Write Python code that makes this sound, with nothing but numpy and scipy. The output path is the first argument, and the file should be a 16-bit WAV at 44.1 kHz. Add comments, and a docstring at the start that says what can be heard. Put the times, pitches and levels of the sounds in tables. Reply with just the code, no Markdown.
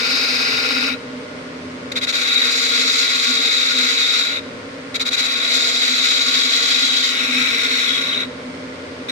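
"""A wood lathe runs in a small stone workshop, its belt bumping every lap and drumming on the frame.
A hand-held gouge (a curved chisel) is already knocking over ridges in a cove, a groove in the spinning
wood: tearing fibres scrape, ring the steel and hiss off as shavings. Near 2 s and 5 s it moves in on the
rim, catching the high side once a turn before it bites. Near 7 s it rolls onto the end face, squeaks
and lifts away. It is just touching down again at the end."""
import sys
import numpy as np
from scipy import signal
from scipy.fft import rfft, irfft, next_fast_len
from scipy.io import wavfile
from scipy.ndimage import uniform_filter1d

SR = 44100
rng = np.random.default_rng(int(sys.argv[2]) if len(sys.argv) > 2 else 0)


def transcribe(u):
    """Save the signal u as a 16-bit wav file named by the first command-line argument.

    u: samples, shape (n,) or (channels, n), limited to [-1, 1]; the rate is SR.
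    q: integer samples, one column per channel.
    """
    v = np.clip(np.atleast_2d(u).T, -1, 1)
    q = np.round(v * 32767).astype(np.int16)
    wavfile.write(sys.argv[1], SR, q)


N = 401751
TIME = np.arange(N) / SR

# the belt's flutter, drumming and flap: (multiple of the lap rate, level [dB])
BELT_FLUTTER = [(8, -5), (9, -7), (11, -5), (12, -4.5), (14, -20), (15, -1), (16, -8.5), (18, -3.5)]
BELT_DRUM = [(22, -17), (23, 6), (24, 1), (25, 0), (26, -6)]
BELT_FLAP = [(31, -2), (37, -5), (38, -11), (43, -0.5), (45, 1), (46, 1.5), (48, -13), (50, -9.5), (55, 0)]
# the low rumble, and the whirr of belt, bearings and fan: (frequency [Hz], level [dB])
RUMBLE = [(20, -13), (55, -21), (90, -1), (125, -3.5), (200, -7), (300, -2.5), (450, -48)]
WHIRR = [(180, -39), (300, -14.5), (411, -4), (446, -2), (500, -1), (794, -15), (1050, -10), (1780, -11.5),
         (2140, -10), (2610, -16), (4880, -21), (7500, -32), (8990, -35), (9930, -45), (15500, -69)]
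# how alike the machine's noise is in both ears: (frequency [Hz], likeness [-1 to 1])
EAR_LIKENESS = [(30, 0.68), (100, 0.89), (250, 0.97), (450, 0.52), (800, 0.063), (1300, -0.13),
                (15000, 0.031)]
# the note of the lathe's frame: (pitch [Hz], width [Hz], level [dB])
FRAME_NOTE = [(253.2, 30, 0)]
# the frame booms under the cut: (middle [s], length [s], boost [dB])
FRAME_BOOMS = [(.12, 0.33, 4), (.8, 0.61, 6.5), (2.82, 0.7, 2.5), (3.33, 0.35, 5), (3.82, 0.46, 4),
               (6.0, 1.5, 0.5), (7.33, 0.64, 6)]
# the motor's hum and the whine of its drive: (pitch [Hz], level [dB])
MOTOR_HUM = [(592.2, -14.5), (790, -29), (937, -27.5), (1071, -19), (1281, -24), (1437, -15.5)]
DRIVE_WHINE = [(8716, -63), (8909, -71)]
# passes of the gouge: (first touch [s], easing off [s], clear of the wood [s], high side [turns],
# swing once a turn [dB], scrape [dB], ring [dB], hiss [dB], hiss fade [dB/s], wood unevenness [dB],
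# load on the motor [0-1], first bounce [turns], bounce depth [dB])
PASSES = [(-.5, 0.863, 0.96, 1, 0.3, -23, -2, 5, 7.5, 1, 0.4, 0, 2),
          (1.918, 4.197, 4.405, 0.064, -0.5, -23, 1.7, 1.5, 0.1, 1, 0.92, 0.14, 3.3),
          (4.943, 7.91, 8.263, 0.061, -0.5, -23.5, 3.5, 3, -0.15, 0.7, 1, 0.14, 3.5),
          (9.085, 9.499, 9.53, 0.47, -2.5, -28, 8, 7, 4, 5, .3, 0.14, 2)]
# ridges in the cove that strike the edge every turn:
# (angle [turns], half width [turns], knock [dB], scrape [dB], ring [dB], hiss [dB])
COVE_RIDGES = [(.03, .02, 4, 2, 2, 5), (.122, .018, 4, 9, 2, 1), (.192, .016, 0, 7, 0, 3),
               (.28, .025, 2, 5, 3, -3), (.425, .02, 6, 2, -2, 0), (.585, .035, 4, 5, 6, 6),
               (.718, .018, 3, 9, -1, 1), (.78, .025, 3, 4, 6, 1), (.89, .055, 12, 2, 5, 1)]
# tone of the hollow knock and the scrape in the cove: (frequency [Hz], level [dB])
COVE_KNOCK = [(600, -24), (950, -16), (1120, -8.5), (1300, -9.5), (1410, 8.5), (1520, -7.5), (1750, -15),
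              (2200, -40.5)]
COVE_SCRAPE = [(900, -35), (1400, -18), (1750, -10.5), (2150, 4.5), (2450, 4), (2850, -5.5), (3150, -12),
               (3500, -11), (4500, -40.5)]
# tone of the hiss in the cove, on the rim and on the end face, each with a narrow gap near 11 kHz
# that is not from the shavings: (frequency [Hz], level [dB])
COVE_HISS = [(2350, -58), (3900, 7), (4210, 7), (4500, 8.5), (5200, 7.5), (5650, -8), (6480, -9),
             (6890, -12.5), (8550, -23), (11000, -42), (12200, -20.5), (14000, -55)]
RIM_HISS = [(2410, -27), (3100, -23.5), (4100, 8.5), (4330, -1), (4620, 3.5), (5150, -4), (5750, -5.5),
            (6100, -10), (6700, -9.5), (7230, -5.5), (7520, -15), (7780, -24), (8300, -18), (9880, -29.5),
            (11100, -54), (12500, -22), (13800, -42), (15000, -31), (15500, -47)]
FACE_HISS = [(2410, -27), (4100, 5.5), (5010, -4.5), (5450, 3), (6260, -11), (6920, -6), (7730, -13),
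             (9880, -23), (11200, -52), (12300, -17), (15000, -42)]
# the main and the faint upper notes of the bending steel: (pitch [Hz], width [Hz], level [dB])
STEEL_NOTES = [(3751, 193, 3), (3918, 160, 4)]
STEEL_UPPER_NOTES = [(4850, 130, 5), (5550, 270, 4), (6170, 300, 1.5)]
# rasp of the bevel, the slope behind the edge: (time [s], pitch [Hz], level [dB])
BEVEL_RASP = [(2.45, 3350, -27), (2.65, 3380, -5.5), (3.7, 3420, -8), (4.05, 3370, -5), (4.4, 3340, -17),
              (5.85, 3440, -4), (7.0, 3320, 1.5), (7.15, 2970, -7), (7.25, 2440, -3), (7.4, 2290, 2),
              (7.9, 2200, -10)]
# the wood buzzes in the cove and on the rim: (multiple of the spin rate, level [dB])
COVE_BUZZ = [(26, 0.5), (30, -5.5), (34, -4), (47, -7.5)]
RIM_BUZZ = [(33, -7), (39, -2.5), (47, -4), (65, -1.5), (68, 0.5), (75, -8), (77, -3), (85, 4)]
# notes of the tool rest and the frame under it: (pitch [Hz], width [Hz], level [dB])
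REST_NOTES = [(461.5, 38, 1.5), (269.5, 27, -1), (671, 50, -8)]
# where the cut is heard, in the cove and on the rim: (frequency [Hz], left minus right [dB])
COVE_BALANCE = [(1150, 2), (1450, 6.5), (1900, -2.5), (2600, 12.5), (4000, 1), (6400, 2.5), (9800, -15),
                (12000, -5)]
RIM_BALANCE = [(1150, 0.5), (1450, 6), (2050, 1), (2500, 9), (3600, 2), (5000, 2.5), (7200, -11.5),
               (9000, -4.5), (9900, -20), (12000, -6)]
# tone of the scrape on the rim: (frequency [Hz], level [dB])
RIM_SCRAPE = [(600, -33), (980, -22.5), (1120, -13.5), (1400, -3), (1700, -10), (2150, 2.5), (2550, -3.5),
              (3030, -14), (3400, -3.5), (3700, -3.5), (4500, -39)]
# tone of the dust spray, with the same gap near 11 kHz, not from the dust: (frequency [Hz], level [dB])
DUST_SPRAY = [(6500, -32), (8400, 10), (10000, 4), (11200, -25), (12600, 4), (15600, 0)]
# hollow notes of the clamped wood: (pitch [Hz], width [Hz], level [dB])
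WOOD_NOTES = [(1414.6, 53, 5), (2190, 81, -1)]
# deeper bites hiss, the steel chatters, the tool rest throbs: (middle [s], length [s], boost [dB])
DEEP_BITES = [(2.15, .32, 4), (2.62, .32, 2.5), (2.93, 0.39, 3), (3.27, .35, 2), (5.16, 0.45, 3),
              (5.6, 0.51, 1)]
CHATTERS = [(2.37, 0.36, 3.5), (3.58, 0.86, 3.5), (4.1, 0.54, 3.5), (6.85, 0.5, 1.5), (8.18, 0.15, 1)]
REST_THROBS = [(2.72, 1, 6.5), (3.43, .32, 7.5), (3.92, 0.59, 5.5), (5.66, 0.64, 7), (6.2, .45, 4.5),
               (6.65, 0.63, 7), (7.67, 0.26, 6)]
# the edge catches on hard fibres and the steel pings: (time [s], change in ring [dB])
CATCHES = [(2.33, 8), (2.362, 13), (2.421, 10), (3.08, 7), (3.78, 1), (3.977, 8), (4.14, 7), (8.09, 8),
           (8.149, 8), (8.179, 10), (8.241, -2)]
# the bevel squeaks on the end face: (middle [s], length [s], pitch [Hz], glide [Hz/s], level [dB])
SQUEAKS = [(7.726, 0.27, 4280, 697, -4), (7.923, 0.26, 3360, -1500, 1.5), (8.14, 0.046, 3110, -6000, 3)]

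SPIN_HZ, BELT_HZ = 16.77, 11.04  # turns of the wood and laps of the belt each second
FIRST_SHARE, BITE_S = 0.49, 0.25  # the edge touches for part of a turn at first, then for all of it
OFF_CENTRE_DB, TRUING_S = 3.5, 0.26  # extra swing once a turn, and how fast it is cut away
LOW_SIDE_DB, LOW_SIDE_S = -15, 0.12  # the wood's low side leaves a gap that soon closes
PEEL_S, PEEL_RISE_S = 0.5, 0.11  # the hiss is weaker until a shaving peels off steadily
FACE_S, ROLL_S = 7.08, 0.093  # when and how fast the gouge rolls onto the end face
BOUNCES = 4  # times a turn that the steel bounces on the bumps it has cut
CHIPS_PER_S, CHIP_S, CHIP_DB = 260, 0.0064, 1.5  # rate, fade time and depth of the chips


def gain_of(db):
    """Turns decibels into a number to multiply by."""
    return 10 ** (np.asarray(db) / 20)


def evened(x):
    """Scales x to an average (rms) level of one."""
    return x / np.sqrt(np.mean(x ** 2) + 1e-20)


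def steadied(x, limit, size):
    """Softens the loud moments of x, judged over size samples; a lower limit softens more."""
    power = abs(uniform_filter1d(evened(x) ** 2, size=size))
    return evened(x / np.sqrt(1 + 2 * power / limit ** 2))


def ramp(since, length):
    """Rises from 0 to 1 over the given length."""
    return np.clip(since / length, 0, 1)


def arch(middle, length):
    """A smooth swell from 0 to 1 and back."""
    return np.cos(np.pi * np.clip((TIME - middle) / length, -.5, .5)) ** 2


def swells(rows):
    """The decibels added by a table of swells."""
    return sum(db * arch(middle, length) for middle, length, db in rows)


def drift(per_s):
    """A random wander that picks a new value per_s times a second."""
    knots = rng.standard_normal(256)
    return np.interp(TIME * per_s, np.arange(len(knots)), knots, period=len(knots))


def read(points, hz):
    """Looks up a table by frequency, sliding smoothly between its rows."""
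    row_hz, value = np.transpose(points)
    return np.interp(np.log(hz + 1), np.log(row_hz + 1), value)


def shaped(x, gain):
    """Turns each frequency of x up or down by gain(hz)."""
    size = next_fast_len(N + 4096)
    return irfft(rfft(x, size) * gain(np.fft.rfftfreq(size, 1 / SR)), size)[..., :N]


def coloured(x, spectrum):
    """Gives x the tone listed in a table, at level one."""
    return evened(shaped(x, lambda hz: gain_of(read(spectrum, hz))))


def ringing(x, notes):
    """Lets x ring an object's notes; each filter runs twice to make it steep."""
    out = 0
    for hz, width, db in notes:
        b, a = signal.iirpeak(hz, hz / width, SR)
        out = out + gain_of(db) * signal.lfilter(b, a, signal.lfilter(b, a, x))
    return evened(out)


def gliding(x, hz, width):
    """Lets x ring one note whose pitch follows the curve hz."""
    turn = np.exp(2j * np.pi * np.cumsum(hz) / SR)
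    keep = np.exp(-np.pi * width / SR)
    return evened((turn * signal.lfilter([1], [1, -2 * keep, keep * keep], x / turn)).real)


def revolving(hz, memory, size):
    """A random pattern of size points a turn; memory sets how much lasts into the next turn."""
    keep = np.clip(memory, 0, .98)
    fresh = rng.standard_normal((int(N / SR * hz) + 2, size))
    before = keep * rng.standard_normal((1, size))
    turns = signal.lfilter([np.sqrt(1 - keep ** 2)], [1, -keep], fresh, axis=0, zi=before)[0]
    return np.interp(TIME * hz * size, np.arange(turns.size), turns.ravel())


def overtones(lap_hz, orders, waver):
    """Overtones of something that goes round, each swelling and fading."""
    laps = lap_hz * TIME + 0.01373 * drift(3.3)
    out = 0
    for multiple, db in orders:
        strength = gain_of(db) * (1 + waver * drift(5.5))
        out = out + strength * np.cos(2 * np.pi * (multiple * laps + rng.random()))
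    return evened(out)


def two_ears(paths, direct):
    """The first path reaches both ears directly; the other two are scattered, one to each ear."""
    straight = np.array([np.roll(paths[0], 15), paths[0]])  # the right ear is nearer
    return evened(direct * straight + paths[1:])


def belt_noise(memory):
    """Noise that partly repeats with every lap of the belt; the bass is much alike in both ears."""
    one, other = (revolving(BELT_HZ, memory, size=8000) for _ in range(2))
    mid = shaped(one, lambda hz: np.sqrt(np.clip(1 + read(EAR_LIKENESS, hz), 0, 2)))
    side = shaped(other, lambda hz: np.sqrt(np.clip(1 - read(EAR_LIKENESS, hz), 0, 2)))
    return np.array([mid + side, mid - side])


def motor(tones, wobble, per_s):
    """The motor's tones waver in pitch and strength; high ones reach the ears out of step."""
    out = np.zeros((2, N))
    for hz, db in tones:
        lag = np.array([[0], [min(hz / 5000, .2)]])
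        turns = hz * TIME + wobble * drift(per_s) + rng.random() + lag
        out += gain_of(db) * np.sqrt(2) * (1 + 0.41 * drift(15)) * np.cos(2 * np.pi * turns)
    return out


def lathe(load):
    """The belt flutters and drums on the frame, the bearings whirr and the motor hums."""
    duck_db = -12 * load  # the belt's low flutter and rumble get quieter while the gouge cuts
    beat_db = 1.6 * np.cos(2 * np.pi * 1.99 * (TIME - 3.37))  # a slow pulse under load
    drum_db = -34 + (beat_db - 4.5) * load + swells(FRAME_BOOMS)
    whirr_db = -35.5 + (1.4 * drift(6.9) - 4) * load
    flutter = gain_of(-3.5) * overtones(BELT_HZ, BELT_FLUTTER, waver=0.54)
    rumble = gain_of(-4.5) * coloured(belt_noise(memory=0.52), RUMBLE)
    drum = gain_of(-3) * overtones(BELT_HZ, BELT_DRUM, waver=0.3)
    frame = gain_of(-5.5) * ringing(belt_noise(memory=0.3), FRAME_NOTE)
    whirr = gain_of(1.52) * coloured(belt_noise(memory=0.74), WHIRR)
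    flap = gain_of(-5.5) * overtones(BELT_HZ, BELT_FLAP, waver=0.59)
    hum = motor(MOTOR_HUM, wobble=0.22, per_s=6)
    free = gain_of(duck_db / 2)  # flap and hum are clearest while the wood spins freely
    return (gain_of(-42 + duck_db) * (flutter + rumble)
            + gain_of(drum_db + [[-.5], [.5]]) * (drum + frame)
            + gain_of(whirr_db) * (whirr + free * (flap + hum))
            + motor(DRIVE_WHINE, wobble=.12, per_s=16))


def gouge():
    """The hand bites in, cuts, eases off and lifts. Gives the curves that steer the other sounds."""
    rows = np.array(PASSES)
    current = np.maximum(np.searchsorted(rows[:, 0], TIME) - 1, 0)
    (start, ease, end, high_side, swing_db, scrape_db, ring_db, hiss_db, fade_db_per_s,
     uneven_db, load, bounce_turns, bounce_db) = rows[current].T
    age = TIME - start
    bite, eased, held = ramp(age, BITE_S), ramp(TIME - ease, end - ease), ramp(end - TIME, 0.032)
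    in_cove, on_face = current == 0, ramp(TIME - FACE_S, ROLL_S)
    angle = (SPIN_HZ * TIME - high_side + .5) % 1 - .5  # turns away from the high side
    touching = 2 * abs(angle) <= FIRST_SHARE + (1 - FIRST_SHARE) * bite ** 1.25
    throb_db = (swing_db + OFF_CENTRE_DB * np.exp(-age / TRUING_S)) * np.cos(2 * np.pi * angle)
    gap_db = LOW_SIDE_DB * np.exp(-age / LOW_SIDE_S) * ramp(abs(angle) - .3, 0.17)
    press_db = -4.5 * (1 - bite) - 4 * eased + on_face
    force = touching * held * gain_of(scrape_db + throb_db + gap_db + press_db)
    # the steel rings more freely while the edge presses lightly
    ring_db = ring_db + swells(CHATTERS) + 2.5 * (1 - bite + eased) - 2 * on_face
    unpeeled = 1 - ramp(age - PEEL_S, PEEL_RISE_S)
    peeling_db = -5 * unpeeled - fade_db_per_s * np.maximum(age - PEEL_S, 0)
    # on the rim the shaving is thickest just after the high side, so the hiss comes in puffs
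    puff_db = (1 + 1.6 * unpeeled) * ~in_cove * (1 - on_face) * np.cos(2 * np.pi * (angle - 0.16))
    thinning_db = -10.5 * eased - 7.5 * on_face
    hiss_db = hiss_db + swells(DEEP_BITES) + peeling_db + puff_db + thinning_db
    load = load * ramp(age, 0.47) * (1 - eased) * (1 - 0.5 * on_face)  # builds as the cut deepens
    return dict(force=uniform_filter1d(force, size=190), load=uniform_filter1d(load, int(0.067 * SR)),
                age=age, in_cove=in_cove, on_face=on_face, uneven_db=uneven_db,
                bounce_turns=bounce_turns, bounce_db=bounce_db, ring_db=ring_db, hiss_db=hiss_db)


def wood_grain():
    """How hard the wood is under the edge: growth rings at uneven places come round every turn."""
    rings = revolving(SPIN_HZ, memory=0.98, size=36)
    return evened(np.tanh(rings - uniform_filter1d(rings, size=2000)))


def ridges(in_cove):
    """Ridges in the cove strike the edge. 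Gives a gain each for knock, scrape, ring and hiss."""
    angle, half_width, *extra_db = np.transpose(COVE_RIDGES)
    around = np.linspace(0, 1, 400)
    distance = (around - angle[:, None] + .5) % 1 - .5
    bumps = np.exp(-(distance / half_width[:, None]) ** 2)
    depth = in_cove * (0.64 + 0.36 * ramp(TIME - 0.37, 0.22))  # the ridges deepen early on
    return [gain_of(depth * np.interp(SPIN_HZ * TIME % 1, around, db - db.mean()))
            for db in np.array(extra_db) @ bumps]


def fibres(per_s, spread_db, rub, direct):
    """Tearing fibres snap at random over the smooth rub of the bevel."""
    strength = gain_of(spread_db * np.minimum(rng.exponential(1, N), 4))
    snaps = evened(strength * (rng.random(N) < per_s / SR))
    return two_ears(snaps * rng.choice([-1, 1], (3, N)) + rub * rng.standard_normal((3, N)), direct)


def scrape(snaps, marks, hardness, knock_ridge, scrape_ridge, hand):
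    """The edge shudders over the wood: knocking in the cove, ringing its hollow notes elsewhere."""
    repeating = 0.25 + 0.27 * hand["in_cove"] + 0.29 * hand["on_face"]
    shudder = hardness * (np.sqrt(1 - repeating) * snaps + np.sqrt(repeating / 2) * marks)
    # the cove guides the edge, so every turn strikes about equally hard
    knock = gain_of(-6.5) * knock_ridge * steadied(coloured(shudder, COVE_KNOCK), limit=1, size=200)
    cove = gain_of(-2.5) * scrape_ridge * steadied(coloured(shudder, COVE_SCRAPE), limit=1, size=80)
    rim = gain_of(-1) * coloured(shudder, RIM_SCRAPE)
    hollow = gain_of(-11.5) * ringing(hardness * (snaps[::-1] + 0.29 * marks), WOOD_NOTES)
    return np.where(hand["in_cove"], knock + cove, rim + hollow)


def shavings(tear, hiss_ridge, hand):
    """Shavings hiss off the edge in the cove, on the rim and on the end face."""
    cove = hiss_ridge * steadied(coloured(tear + 0.2 * tear[::-1], COVE_HISS), limit=1, size=80)
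    rim = (1 - hand["on_face"]) * coloured(tear, RIM_HISS)
    face = hand["on_face"] * coloured(tear, FACE_HISS)
    return gain_of(hand["hiss_db"] - 1.5) * np.where(hand["in_cove"], cove, rim + face)


def steel(drive, hand):
    """The gouge rings in bursts as it bounces and catches, at a pitch that shifts with grip and load."""
    angle = SPIN_HZ * TIME - hand["bounce_turns"] + 0.032 * hand["on_face"]  # earlier on the end face
    bounce_db = hand["bounce_db"] * np.cos(2 * np.pi * BOUNCES * angle)
    bounce_db -= 0.5 * ~hand["in_cove"] * np.cos(2 * np.pi * (angle - 1 / BOUNCES))  # softer 2nd bounce
    stutter_db = 0.6 * swells(CHATTERS) * np.cos(2 * np.pi * 9 * (SPIN_HZ * TIME - .06))  # nine a turn
    catch_db = swells([(s, .014, db) for s, db in CATCHES])
    swing_db = catch_db + (bounce_db + stutter_db) * np.exp(-abs(catch_db) / 2)  # a catch interrupts
    bend_hz = 48.6 * drift(45) + 20 * hand["load"]
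    ring = sum(gain_of(db) * gliding(sign * drive, hz + bend_hz, width)
               for (hz, width, db), sign in zip(STEEL_NOTES, (1, -1)))
    gripped = steadied(ring, limit=1.9, size=24)  # the grip keeps the steel from swinging far
    bursts = steadied(gripped * gain_of(swing_db), limit=6.7, size=24)
    keep = np.exp(-1 / (0.0019 * SR))  # it rings on briefly after the edge leaves the wood
    return gain_of(hand["ring_db"] - 2) * signal.lfilter([1 - keep], [1, -keep], hand["force"]) * bursts


def bevel(hardness):
    """The bevel rubs behind the edge: a rasp that falls as the gouge rolls round, then squeaks."""
    times, pitches, levels = np.transpose(BEVEL_RASP)
    hz, db = np.interp(TIME, times, pitches), np.interp(TIME, times, levels)
    rub = hardness * rng.standard_normal((2, N))
    waver_hz = 70 * drift(25)
    rasp = gain_of(db) * gliding(rub, hz + waver_hz, width=460)
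    for middle, length, squeak_hz, glide, squeak_db in SQUEAKS:
        pitch = squeak_hz + glide * np.clip(TIME - middle, -length, length)
        rasp += gain_of(squeak_db) * arch(middle, length) * gliding(rub, pitch + waver_hz, width=260)
    return rasp


def wood_buzz(in_cove):
    """The wood buzzes at multiples of its spin rate. Gives the buzz outside the cove, then inside."""
    rim = np.array([overtones(SPIN_HZ, RIM_BUZZ, waver=0.68) for _ in range(2)])
    cove = overtones(SPIN_HZ, COVE_BUZZ, waver=0.38)
    return ~in_cove * gain_of(-17) * rim, in_cove * gain_of(-18) * cove


def tool_rest(marks, in_cove):
    """The cut shakes the bar that the gouge leans on, which sounds from the right."""
    level_db = -21 + 3.5 * in_cove + swells(REST_THROBS) + np.array([[-2.75], [2.75]])
    return gain_of(level_db) * steadied(ringing(marks.mean(axis=0), REST_NOTES), limit=1, size=4000)


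def cut(hand):
    """The grain sets how strongly fibres tear. Gives the sound at the edge and the low shaking."""
    force, in_cove = hand["force"], hand["in_cove"]
    grain_db = hand["uneven_db"] * wood_grain()
    knock_ridge, scrape_ridge, ring_ridge, hiss_ridge = ridges(in_cove)
    clumps = gain_of(0.4 * drift(18) + CHIP_DB * chips() * ~in_cove)
    hardness = np.minimum(clumps * gain_of(grain_db), 2)
    snaps = fibres(per_s=9000, spread_db=1.0, rub=1.04, direct=0.82)
    # the edge rides the marks it left a turn ago, so much of the shudder repeats
    marks = two_ears(np.array([revolving(SPIN_HZ, memory=0.9, size=2000) for _ in range(3)]), direct=.8)
    tear = snaps * clumps * gain_of(0.32 * grain_db)
    ring = ring_ridge * steel((snaps + 0.23 * marks) * clumps * gain_of(0.12 * grain_db), hand)
    upper_ring = gain_of(-19.5) * ringing(marks[::-1] * hardness, STEEL_UPPER_NOTES)
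    rasp = gain_of(-3) * bevel(hardness)
    rim_buzz, cove_buzz = wood_buzz(in_cove)
    edge = scrape(snaps, marks, hardness, knock_ridge, scrape_ridge, hand)
    edge += shavings(tear, hiss_ridge, hand) + rasp + upper_ring + dust(tear, hand) + rim_buzz
    edge = np.sqrt(np.mean(edge ** 2)) * steadied(edge, limit=4.3, size=24)  # same level, softer peaks
    return force * edge + ring, force * (tool_rest(marks, in_cove) + cove_buzz)


def reflections(fade_s):
    """Scattered echoes, different at each ear, that fall by 60 dB in fade_s."""
    t = np.arange(SR // 2) / SR
    taps = rng.choice([-1, 1], (2, len(t))) * (rng.random((2, len(t))) < 4000 / SR) * (t > .001)
    taps = taps * gain_of(-60 * t / fade_s)
    return taps / np.linalg.norm(taps, axis=1, keepdims=True)


def workshop(x, in_cove):
    """The stone wall answers at once, the room faintly after; left and right depend on the spot cut."""
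    echoes = gain_of(-7.5) * reflections(fade_s=0.065) + gain_of(-20) * reflections(fade_s=0.9)
    heard = x + signal.oaconvolve(x, echoes, axes=1)[:, :N]
    sides = np.array([[.5], [-.5]])
    cove = shaped(heard, lambda hz: gain_of(read(COVE_BALANCE, hz) * sides))
    rim = shaped(heard, lambda hz: gain_of(read(RIM_BALANCE, hz) * sides))
    return np.where(in_cove, cove, rim)


def chips():
    """The shaving breaks into chips: each snaps off at once and its pull dies away."""
    breaks = 1. * (rng.random(N) < CHIPS_PER_S / SR)
    pull = signal.lfilter([1], [1, -np.exp(-1 / (CHIP_S * SR))], breaks)
    return evened(np.tanh(.5 * evened(pull - pull.mean())))


def dust(tear, hand):
    """Fine dust sprays off the fresh surface at the start of each pass after the first."""
    return ~hand["in_cove"] * gain_of(-30.5) * np.exp(-hand["age"] / 0.41) * coloured(tear, DUST_SPRAY)


def scene():
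    """The running lathe and the cut, in the workshop."""
    hand = gouge()
    edge, shaking = cut(hand)
    return lathe(hand["load"]) + workshop(edge, hand["in_cove"]) + shaking


def record(dry, top_hz=15650):
    """Takes away the very highest treble."""
    low_pass = signal.firwin(511, top_hz, window=("kaiser", 9), fs=SR)
    return signal.oaconvolve(dry, low_pass[None], "same")


dry = scene()
out = record(dry)
transcribe(out)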